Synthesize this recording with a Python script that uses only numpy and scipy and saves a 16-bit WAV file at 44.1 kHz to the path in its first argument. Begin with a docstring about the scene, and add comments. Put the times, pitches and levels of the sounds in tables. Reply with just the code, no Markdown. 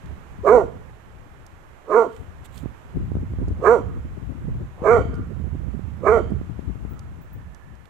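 """A yard with frozen snow, beside a wall: a large dog gives five deep barks close to a hand-held camera.
Vocal folds drive throat and mouth resonances. Each bark starts hoarse with the jaw wide, clears as
its pitch arches and ends in a rasp; wall and yard answer, and a ring on the collar shivers.
Wind buffets each microphone port, the harness ticks, snow crunches, a tag pings, far traffic murmurs."""
import sys
import numpy as np
from scipy import signal
from scipy.fft import rfft, irfft, next_fast_len
from scipy.io import wavfile
from scipy.ndimage import uniform_filter1d, minimum_filter1d, map_coordinates

SR = 44100
rng = np.random.default_rng(int(sys.argv[2]) if len(sys.argv) > 2 else 0)


def wrap_up_sound(samples):
    """Save the sound to the file named by the first command line argument, as 16-bit audio."""
    columns = np.atleast_2d(samples).T
    # keep every value between -1 and 1, then stretch to whole-number steps
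    tamed = np.clip(columns, -1, 1)
    steps = np.round(tamed * 32767).astype(np.int16)
    wavfile.write(sys.argv[1], SR, steps)


N = 348255

# Table levels are relative. Camera body's shade on the left port: f/Hz, level/dB
BODY_SHADE = [(200, -9), (400, -11.5), (700, -24), (1300, -31), (2400, -43.5), (4400, -31), (8000, -29),
              (15000, -18.5)]
# far traffic: t/s, level/dB
TRAFFIC_LEVEL = [(0, -52.5), (1.2, -56), (2.8, -54), (4.3, -55.5), (6.6, -55), (7.9, -59)]
# far traffic: f/Hz, density/dB
TRAFFIC_SPECTRUM = [(30, 13.5), (100, -21), (250, 4), (550, 2), (1000, 2), (1800, -3), (3000, -12.5),
                    (4800, -24), (7200, -21), (10000, -30), (13000, -27.5), (15500, -45.5)]
# faint hollow rasp: f/Hz, width/Hz, level/dB
HOLLOW_MODES = [(660, 230, -14.5), (1305, 73, -1.5)]
# wind at each port: t/s, level/dB
WIND_LEFT = [(0.0, -54), (0.04, -29.5), (0.28, -47.9), (0.4, -27.5), (0.64, -39.5), (0.8, -37),
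             (1.0, -49.6), (1.08, -35.5), (2.04, -51.5), (2.2, -32), (2.52, -47.5), (2.92, -40),
             (2.96, -23), (3.56, -23.5), (3.72, -31), (4.52, -23), (4.76, -39), (4.84, -22), (5.2, -22),
             (5.32, -39), (5.56, -33), (5.72, -45), (6.68, -21), (7.28, -37), (7.36, -29.5), (7.6, -52.5),
             (7.68, -34), (7.88, -46)]
WIND_RIGHT = [(0.0, -45), (0.12, -31), (0.4, -39.0), (0.6, -24.5), (1.16, -51), (2.439, -41.5), (2.64, -26),
              (2.84, -44), (3.0, -24), (3.4, -21.8), (3.76, -33), (3.84, -23), (4.04, -25), (4.2, -44),
              (4.32, -44), (4.48, -19.5), (4.68, -29.5), (4.72, -41.5), (5.12, -24), (6.24, -22),
              (6.4, -22.5), (6.52, -41), (7.0, -35.5), (7.36, -39.9), (7.48, -33), (7.88, -60)]
# wind noise: f/Hz, density/dB
BUFFET_SPECTRUM = [(15, -27), (30, -14), (60, 3), (100, -2), (170, -9), (300, -23), (600, -57.5),
                   (1500, -76.5)]
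EDDY_SPECTRUM = [(60, -9.5), (150, 5), (260, 6), (420, -3), (700, -18.5), (1500, -61), (4000, -76)]
# single eddies: t/s, level/dB, port (0 left, 1 right)
PUFFS = [(2.659, -12.5, 1), (3.118, -12, 1), (3.154, -11.5, 0), (3.169, -11.5, 1), (3.337, -17, 0),
         (3.387, -15.5, 1), (3.481, -14, 1), (4.82, -14.5, 0), (5.054, -13, 0), (5.443, -21, 1),
         (5.794, -17.5, 1), (6.321, -10, 1), (6.414, -14, 1), (6.593, -15, 0), (6.756, -23, 0),
         (6.851, -18, 0)]
# snow crunches: centre t/s, half length/s, level/dB
CRUNCHES = [(2.164, 0.082, -60), (2.455, 0.01, -43.5), (2.576, 0.044, -48.5)]
# breaking crust: f/Hz, density/dB
CRUST_SPECTRUM = [(500, 2), (1600, 3.5), (3800, 5), (5600, -10), (7500, 4.5), (10000, -5), (13000, -3),
                  (15500, -14.5)]
# harness and leash ticks: t/s, level/dB, f/Hz
TICKS = [(0.059, -43, 3020), (1.465, -41, 5360), (2.13, -48.5, 3560), (2.1645, -39, 2450),
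         (2.578, -36.5, 5430), (3.4835, -46, 6200), (5.142, -44.5, 3960), (5.154, -46, 6000),
         (6.3046, -51, 6900), (6.993, -41, 5970), (7.547, -43, 5160), (7.7536, -53, 6000),
         (7.8555, -43, 1880)]
# collar tag pings: t/s, level/dB
TAG_PINGS = [(6.895, -57.5), (6.914, -57), (7.216, -59), (7.331, -53)]
# metal collar ring: f/Hz, width/Hz, level/dB
RING_MODES = [(3110, 110, 3.5), (4700, 160, -11.5), (6240, 250, -17.5), (7200, 640, -15.5)]
# yard decay: f/Hz, T60/s
YARD_T60 = [(200, 0.99), (500, 0.66), (1400, 0.16), (3000, 1), (8000, 0.15)]
# air past the teeth: f/Hz, density/dB
TEETH_SPECTRUM = [(1800, -26), (2600, 4.5), (3150, -9), (3600, -7), (4100, -3.5), (5100, -12), (6000, -5),
                  (6600, -4), (7400, -2), (8500, -8.5), (9300, -15.5), (12400, -14.5), (15000, -34)]
# airway resonances, jaw wide or narrow: f/Hz, width/Hz, level/dB
THROAT_WIDE = [(437, 41, 11.5), (482, 70, -15.5)]
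THROAT_NARROW = [(465, 79, -6.5)]
MOUTH_WIDE = [(1086, 178, 1), (1276, 76, 0.049)]
MOUTH_NARROW = [(865, 257, 3), (1131, 134, 4.1), (1375, 94, 3.4)]
MUZZLE_MODES = [(4250, 170, -9), (7400, 300, 5), (8650, 300, -4)]
# barks: pitch top t/s, level/dB, yard/dB, collar ring/dB, growl/dB, top f/Hz, fall/s, gape lead/s,
# gape boost/dB, upper throat/dB, mouth/dB, mouth tilt/(dB/octave), bite/dB, palate/dB, teeth hiss/dB
BARKS = [(0.545, -2.5, -33, -64, -54, 244.8, 0.138, 0.058, 7.5, -10, -13.5, -9.5, -12.5, -18, -35.5),
         (1.988, -7.5, -35.5, -59, -43.5, 238.6, 0.12, 0.058, 2.5, -10, -7.5, -1.5, -15, -22, -36.5),
         (3.724, -5.5, -28.5, -60.5, -38, 240.3, 0.106, 0.06, 7, -10, -10.5, -1, -6.5, -20.5, -34.5),
         (4.932, -6, -22, -50.5, -35.5, 245.3, 0.122, 0.057, -1.5, -8, -8, 17, -8.5, -13.5, -35),
         (6.136, -6, -30, -53, -43, 237.9, 0.11, 0.058, 3.5, -8, -9, 12, -10, -13.5, -36.5)]

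RISE_S, JAW_LEAD_S = 0.12, 0.027  # voice onset and jaw narrowing, ahead of the pitch top


def amp(db):
    """Decibels to gain."""
    return 10 ** (np.asarray(db) / 20)


def unit(x):
    """x at rms 1."""
    return x / np.sqrt(np.mean(x ** 2) + 1e-20)


def steady(x):
    """x held at rms 1 over a few voice cycles."""
    window = signal.windows.hann(SR // 30)
    power = signal.fftconvolve(x * x, window / window.sum(), "same")
    return x / np.sqrt(np.abs(power) + 1e-12)


def bell(t, width):
    """Bump of height 1 at t = 0."""
    return np.exp(-(t / width) ** 2)


def step(t, width):
    """Smooth rise from 0 to 1 around t = 0."""
    return .5 + .5 * np.tanh(t / width)


def at_hz(points, hz):
    """(f, value) points read on a log axis."""
    f, values = np.transpose(points)
    return np.interp(np.log(hz + 1), np.log(f), values)


def timeline(points):
    """(t, value) points read at every sample."""
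    return np.interp(np.arange(N) / SR, *np.transpose(points))


def wobble(rate_hz, size):
    """Smooth random curve with knots at rate_hz."""
    knots = rng.standard_normal(int(size * rate_hz / SR) + 4)
    return map_coordinates(knots, [np.arange(size) * rate_hz / SR])


def filtered(x, response):
    """x through a complex frequency response."""
    size = x.shape[-1]
    padded = next_fast_len(size + 8192)
    return irfft(rfft(x, padded) * response(np.fft.rfftfreq(padded, 1 / SR)), padded)[..., :size]


def noise(spectrum, size):
    """Coloured noise, rms 1."""
    return unit(filtered(rng.standard_normal(size), lambda f: amp(at_hz(spectrum, f))))


def resonate(x, modes):
    """x through (f, width, level) resonances of alternating sign."""
    return filtered(x, lambda f: sum((-1) ** k * amp(db) * 1j * f * bw / (hz * hz - f * f + 1j * f * bw)
                                     for k, (hz, bw, db) in enumerate(modes)))


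def ringing(modes, size):
    """Noise-driven resonances, rms 1."""
    return unit(resonate(rng.standard_normal(size), modes))


def glide(x, hz, width_hz):
    """x through one moving resonance."""
    carrier = np.exp(2j * np.pi * np.cumsum(hz) / SR)
    lowpass = signal.butter(2, width_hz / 2, fs=SR, output="sos")
    return np.real(carrier * signal.sosfilt(lowpass, x / carrier))


def band(x, low_hz, high_hz, order=2):
    """Causal band-pass."""
    return signal.sosfilt(signal.butter(order, [low_hz, high_hz], "band", fs=SR, output="sos"), x)


def add(track, start_s, x):
    """Mix x into track."""
    part = track[..., max(round(start_s * SR), 0):][..., :x.shape[-1]]
    part += x[..., :part.shape[-1]]


def from_right(x, shade=0.52):
    """Source on the right: the camera body shades the left port."""
    return np.array([filtered(x, lambda f: amp(shade * at_hz(BODY_SHADE, f))), x])


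def traffic(right_db=8, left_db=-3):
    """Far traffic murmurs, mostly on the right."""
    level_db = timeline(TRAFFIC_LEVEL) + 0.18 * wobble(4.8, N)
    murmur = amp(right_db) * from_right(noise(TRAFFIC_SPECTRUM, N), shade=1.4)
    murmur[0] += amp(left_db) * noise(TRAFFIC_SPECTRUM, N)
    return amp(level_db) * murmur


def faint_sounds(whine_hz=11560, whistle_hz=1740):
    """Steady hiss and thin whine; late on, a hollow rasp as the dog turns, then a far whistle."""
    t = np.arange(N) / SR
    hiss = amp(-74.5) * band(rng.standard_normal((2, N)), 100, 13000, order=4)
    whine = amp(-80) * np.sin(2 * np.pi * np.cumsum(whine_hz + 12 * wobble(60, N)) / SR)
    rasp = amp(-52) * ringing(HOLLOW_MODES, N) * bell(t - 6.96, 0.085)
    whistle = amp(-60) * ringing([(whistle_hz, 44, 0)], N) * np.interp(t, [7.05, 7.4], [0, 1])
    return hiss + from_right(whine + rasp + whistle)


def wind(buffet_db=-3, eddy_db=-11.5, flurry_db=1.11, lump_db=2, burst_db=21.9, eddy_growth=1.4):
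    """Each port is buffeted on its own; stronger gusts shed more of the bright eddies."""
    ports = []
    for strength in (WIND_LEFT, WIND_RIGHT):
        strength_db = timeline(strength)
        gust_db = strength_db + flurry_db * wobble(14, N)
        lumps = wobble(35, N)
        buffet = unit(noise(BUFFET_SPECTRUM, N) * amp(lump_db * lumps))
        eddies = noise(EDDY_SPECTRUM, N)
        bursts = np.tanh(.5 * (lumps + wobble(90, N)))
        eddies = unit(eddies * amp(burst_db * bursts))
        shedding_db = strength_db.max() + eddy_growth * (gust_db - strength_db.max())
        ports.append(amp(gust_db + buffet_db) * buffet + amp(shedding_db + eddy_db) * eddies)
    return band(np.array(ports), 41, 8000, order=4)


def puffs(width_s=0.00066, gain_db=0.5):
    """An eddy crossing a port: one short push and pull of pressure."""
    out = np.zeros((2, N))
    age = np.arange(SR // 20) / SR / width_s
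    pressure = age ** 2.5 * (3.5 - age) * np.exp(-age)
    for at_s, db, port in PUFFS:
        add(out[int(port)], at_s - width_s, amp(db + gain_db) * pressure / pressure.max())
    return out


def snow(grain_db=3.5, grain_hz=700):
    """The crust gives way underfoot in short clumps of grains."""
    t = np.arange(N) / SR
    clumps = sum(amp(db) * bell(t - at_s, half_s) for at_s, half_s, db in CRUNCHES)
    grains = unit(noise(CRUST_SPECTRUM, N) * amp(grain_db * wobble(grain_hz, N)))
    return from_right(clumps * grains)


def harness(gain_db=2.02, t60_s=0.015, rise_s=0.00066):
    """Buckles and clips tick: a brief crack with a broad ring."""
    out, t = np.zeros(N), np.arange(SR // 10) / SR
    for at_s, db, hz in TICKS:
        scrape = rng.standard_normal(len(t)) * amp(-60 * t / t60_s) * (1 - np.exp(-t / rise_s))
        crack = band(resonate(scrape, [(hz, .7 * hz, 0)]), 600, 10500)
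        add(out, at_s - rise_s, amp(db + gain_db) * crack / np.abs(crack).max())
    return from_right(out)


def collar_tag(ping_hz=15460, t60_s=0.13):
    """The swinging tag pings at the top of hearing."""
    out, t = np.zeros(N), np.arange(SR // 5) / SR
    for at_s, db in TAG_PINGS:
        add(out, at_s, amp(db - 60 * t / t60_s) * ringing([(ping_hz, 250, 0)], len(t)))
    return np.array([out, out])


def collar_ring(peak_s=0.061):
    """The jerk of a bark sets the metal ring shivering."""
    age = np.arange(SR * 3 // 4) / SR / peak_s
    return ringing(RING_MODES, len(age)) * age * np.exp(1 - age)


def yard(x, build_s=0.016):
    """Diffuse stereo tail; each frequency dies at its own rate."""
    hz, t, spectra = signal.stft(rng.standard_normal((2, SR)), SR, nperseg=256)
    colour_db = at_hz([(200, 3.5), (500, 4), (1400, 8.5), (2300, 9.5), (3200, 3.5), (4500, 2),
                       (7000, 5), (12000, -1.5)], hz)[:, None]
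    decay = amp(-60 * t / at_hz(YARD_T60, hz)[:, None])
    onset = 1 - np.exp(-t / build_s)
    tail = signal.istft(spectra * amp(colour_db) * decay * onset, SR, nperseg=256)[1]
    return signal.fftconvolve(x[None], tail / np.linalg.norm(tail[0]), axes=1)


def wall(x, delay_s, spread_s):
    """A wall returns a cluster of weak copies."""
    t = np.arange(SR // 2) / SR
    cluster = rng.standard_normal(len(t)) * (t > delay_s) * np.exp(-t / spread_s)
    return signal.fftconvolve(x, cluster / np.linalg.norm(cluster))


def growl(lead_s=0.077, half_s=0.063):
    """Air rasps in the throat, swelling into the bark. Returns start re pitch top, sound."""
    t = np.arange(-SR // 8, SR // 8) / SR
    air = unit(band(ringing([(520, 320, -1.5), (1110, 400, -11)], len(t)), 300, 2000))
    return t[0] - lead_s, air * bell(t, half_s)


def chest_push(t, top_hz, fall_s, start_hz=151.43, end_hz=110.5,
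               attack_s=0.077, attack_db=39, release_db=38, flutter_hz=55.9):
    """One push, pitch top at t = 0: level swells and drops; the voice is hoarse, clears, then rasps."""
    pitch_hz = np.where(t < 0, start_hz + (top_hz - start_hz) * bell(t, 0.58 * RISE_S),
                        end_hz + (top_hz - end_hz) * bell(t, 0.62 * fall_s))
    pitch_hz *= 1 + 0.016 * wobble(flutter_hz, len(t))
    attack = np.clip(1 - (t + RISE_S) / attack_s, 0, 1) ** 2.24
    release = np.clip(t / fall_s, 0, 1) ** 1.94
    push_db = 1.24 * wobble(flutter_hz, len(t)) - attack_db * attack - release_db * release
    hoarse = step(-t - 0.0694, 0.014)
    rasp = step(t / fall_s - 0.55, 0.18)
    return pitch_hz, push_db, np.clip(0.062 + hoarse + rasp, 0, .85)


def vocal_folds(pitch_hz, rough, jitter=0.0653, shimmer_db=3, leak=0.61, corner_hz=1800, breath=0.56):
    """One flow pulse a cycle, plus turbulence gated by each opening; rough folds beat unevenly."""
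    size = len(pitch_hz)
    uneven_hz = pitch_hz * (1 + jitter * (rough + 0.24) * wobble(299.4, size))
    phase = 2 * np.pi * np.cumsum(uneven_hz) / SR
    k = np.arange(1, 17)[:, None]
    harmonics = np.cos(k * phase) / np.sqrt(1 + (k * pitch_hz / corner_hz) ** 6)
    gate = 1 + np.cos(phase) + leak
    air = unit(band(rng.standard_normal(size), 80, 2800) * gate)
    upper_air = unit(band(rng.standard_normal(size), 1320, 2800) * gate)
    tone = unit(harmonics.sum(axis=0)) * amp(shimmer_db * (rough - 0.24) * wobble(204, size))
    return np.sqrt(1 - rough) * tone + np.sqrt(rough) * air + breath * upper_air, phase


def jaw(t, closing_s, lag_s=0):
    """Jaw opening, from 1 (wide) to 0 (narrow)."""
    return step(lag_s - JAW_LEAD_S - t, closing_s)


def teeth_hiss(t, wide, phase, whistle_hz=5860, sink_hz=380, whistle_db=-6.5, pulsing=0.15):
    """Air past the teeth rings the muzzle; the sharpest resonance sinks as the jaw narrows."""
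    hiss = noise(TEETH_SPECTRUM, len(t)) + 0.42 * (1 - wide) * ringing(MUZZLE_MODES, len(t))
    centre_hz = whistle_hz + sink_hz * jaw(t, closing_s=0.043)
    whistle = steady(glide(rng.standard_normal(len(t)), centre_hz, width_hz=170))
    hiss += amp(whistle_db) * (1 - .5 * wide) * whistle
    return unit(hiss * (1 + pulsing * np.cos(phase)))


def bark(top_hz, fall_s, gape_lead_s, boost_db, upper_db, mouth_db, tilt_db_oct,
         bite_db, palate_db, teeth_db):
    """The folds sound through throat and mouth; the resonances sink as the jaw narrows."""
    t = np.arange(-round(RISE_S * SR), round(fall_s * SR)) / SR
    pitch_hz, push_db, rough = chest_push(t, top_hz, fall_s)
    source, phase = vocal_folds(pitch_hz, rough)
    wide = jaw(t, closing_s=0.019)
    parting, shutting = bell(t - t[0], 0.046), bell(t[-1] - t, 0.0466)
    lips_open = (1 - parting) * (1 - shutting)

    def airway(wide_modes, narrow_modes):
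        """Resonances crossfaded by the jaw."""
        return wide * resonate(source, wide_modes) + (1 - wide) * resonate(source, narrow_modes)

    # widest gape: the throat dips, the mouth rings louder
    dip_db = 5.5 * bell(t + gape_lead_s, 0.011)
    throat_db = push_db - dip_db
    front_db = mouth_db + boost_db * bell(t + gape_lead_s, 0.019) + dip_db
    throat = steady(band(airway(THROAT_WIDE, THROAT_NARROW), 273, 770))

    # "woof": the upper throat sweeps up as the lips part, far down as they shut
    upper_hz = 715 * (1 - 0.42 * parting) * (1 - 0.885 * shutting)
    upper = steady(glide(source, upper_hz, width_hz=132))
    surge_db = 7.5 * bell(t - 0.037, 0.0063)
    upper_gain = amp(upper_db + 8.1 * rough + surge_db) + amp(-2) * (shutting + parting) / 2

    tilted = [(hz, bw, db + tilt_db_oct * np.log2(hz / 1150)) for hz, bw, db in MOUTH_NARROW]
    mouth = steady(band(airway(MOUTH_WIDE, tilted), 908, 1470, order=5))
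    bite = wide * unit(band(resonate(source, [(1640, 160, 0)]), 1286, 1787, order=3))
    palate_hz = 1960 + 330 * jaw(t, closing_s=0.038, lag_s=0.029)
    palate = steady(band(glide(source, palate_hz, width_hz=410), 1750, 2350, order=6))
    front = mouth + lips_open * (amp(bite_db) * bite + amp(palate_db) * palate)

    voice = lips_open * throat + upper_gain * upper + amp(front_db) * front
    hiss_db = teeth_db + 0.49 * front_db - 0.33 * throat_db  # gentler swell than the voice
    fade = np.clip(np.minimum(t - t[0], t[-1] - t) / 0.015, 0, 1)
    return fade * amp(throat_db) * (voice + amp(hiss_db) * teeth_hiss(t, wide, phase))


def dog(voice_db=-3, wall_lr_db=(-12, -17), yard_lr_db=(-6, 0), far_db=-3):
    """Barks on the right with growl and collar ring; left wall, yard and its far end answer."""
    out = np.zeros((2, N))
    for top_s, level_db, yard_db, ring_db, growl_db, *shape in BARKS:
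        start_s = top_s - RISE_S
        voice = amp(voice_db + level_db) * bark(*shape)
        direct = from_right(voice)
        add(out, start_s, direct)
        offset_s, rasp = growl()
        add(out, top_s + offset_s, amp(growl_db) * from_right(rasp))
        near_echo = np.array([wall(port, delay_s=0.026, spread_s=0.052) for port in direct])
        add(out, start_s, amp(wall_lr_db)[:, None] * near_echo)
        add(out, start_s, amp(yard_db) * amp(yard_lr_db)[:, None] * yard(voice))
        far_echo = wall(band(voice, 1100, 1700), delay_s=0.2, spread_s=0.094)
        add(out, start_s, amp(yard_db + far_db) * from_right(far_echo))
        add(out, top_s - JAW_LEAD_S, amp(ring_db) * from_right(collar_ring()))
    return out


def scene():
    """All sources at the two ports."""
    return dog() + wind() + puffs() + traffic() + faint_sounds() + harness() + collar_tag() + snow()


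def record(dry, ceiling=1.0, cutoff_hz=15830):
    """Camera: peak limiter, then band limit."""
    span = SR // 200
    needed = ceiling / np.maximum(np.abs(dry).max(axis=0), ceiling)
    gain = uniform_filter1d(minimum_filter1d(needed, 2 * span), span)
    return filtered(dry * gain, lambda f: f < cutoff_hz)


dry = scene()
out = record(dry)
wrap_up_sound(out)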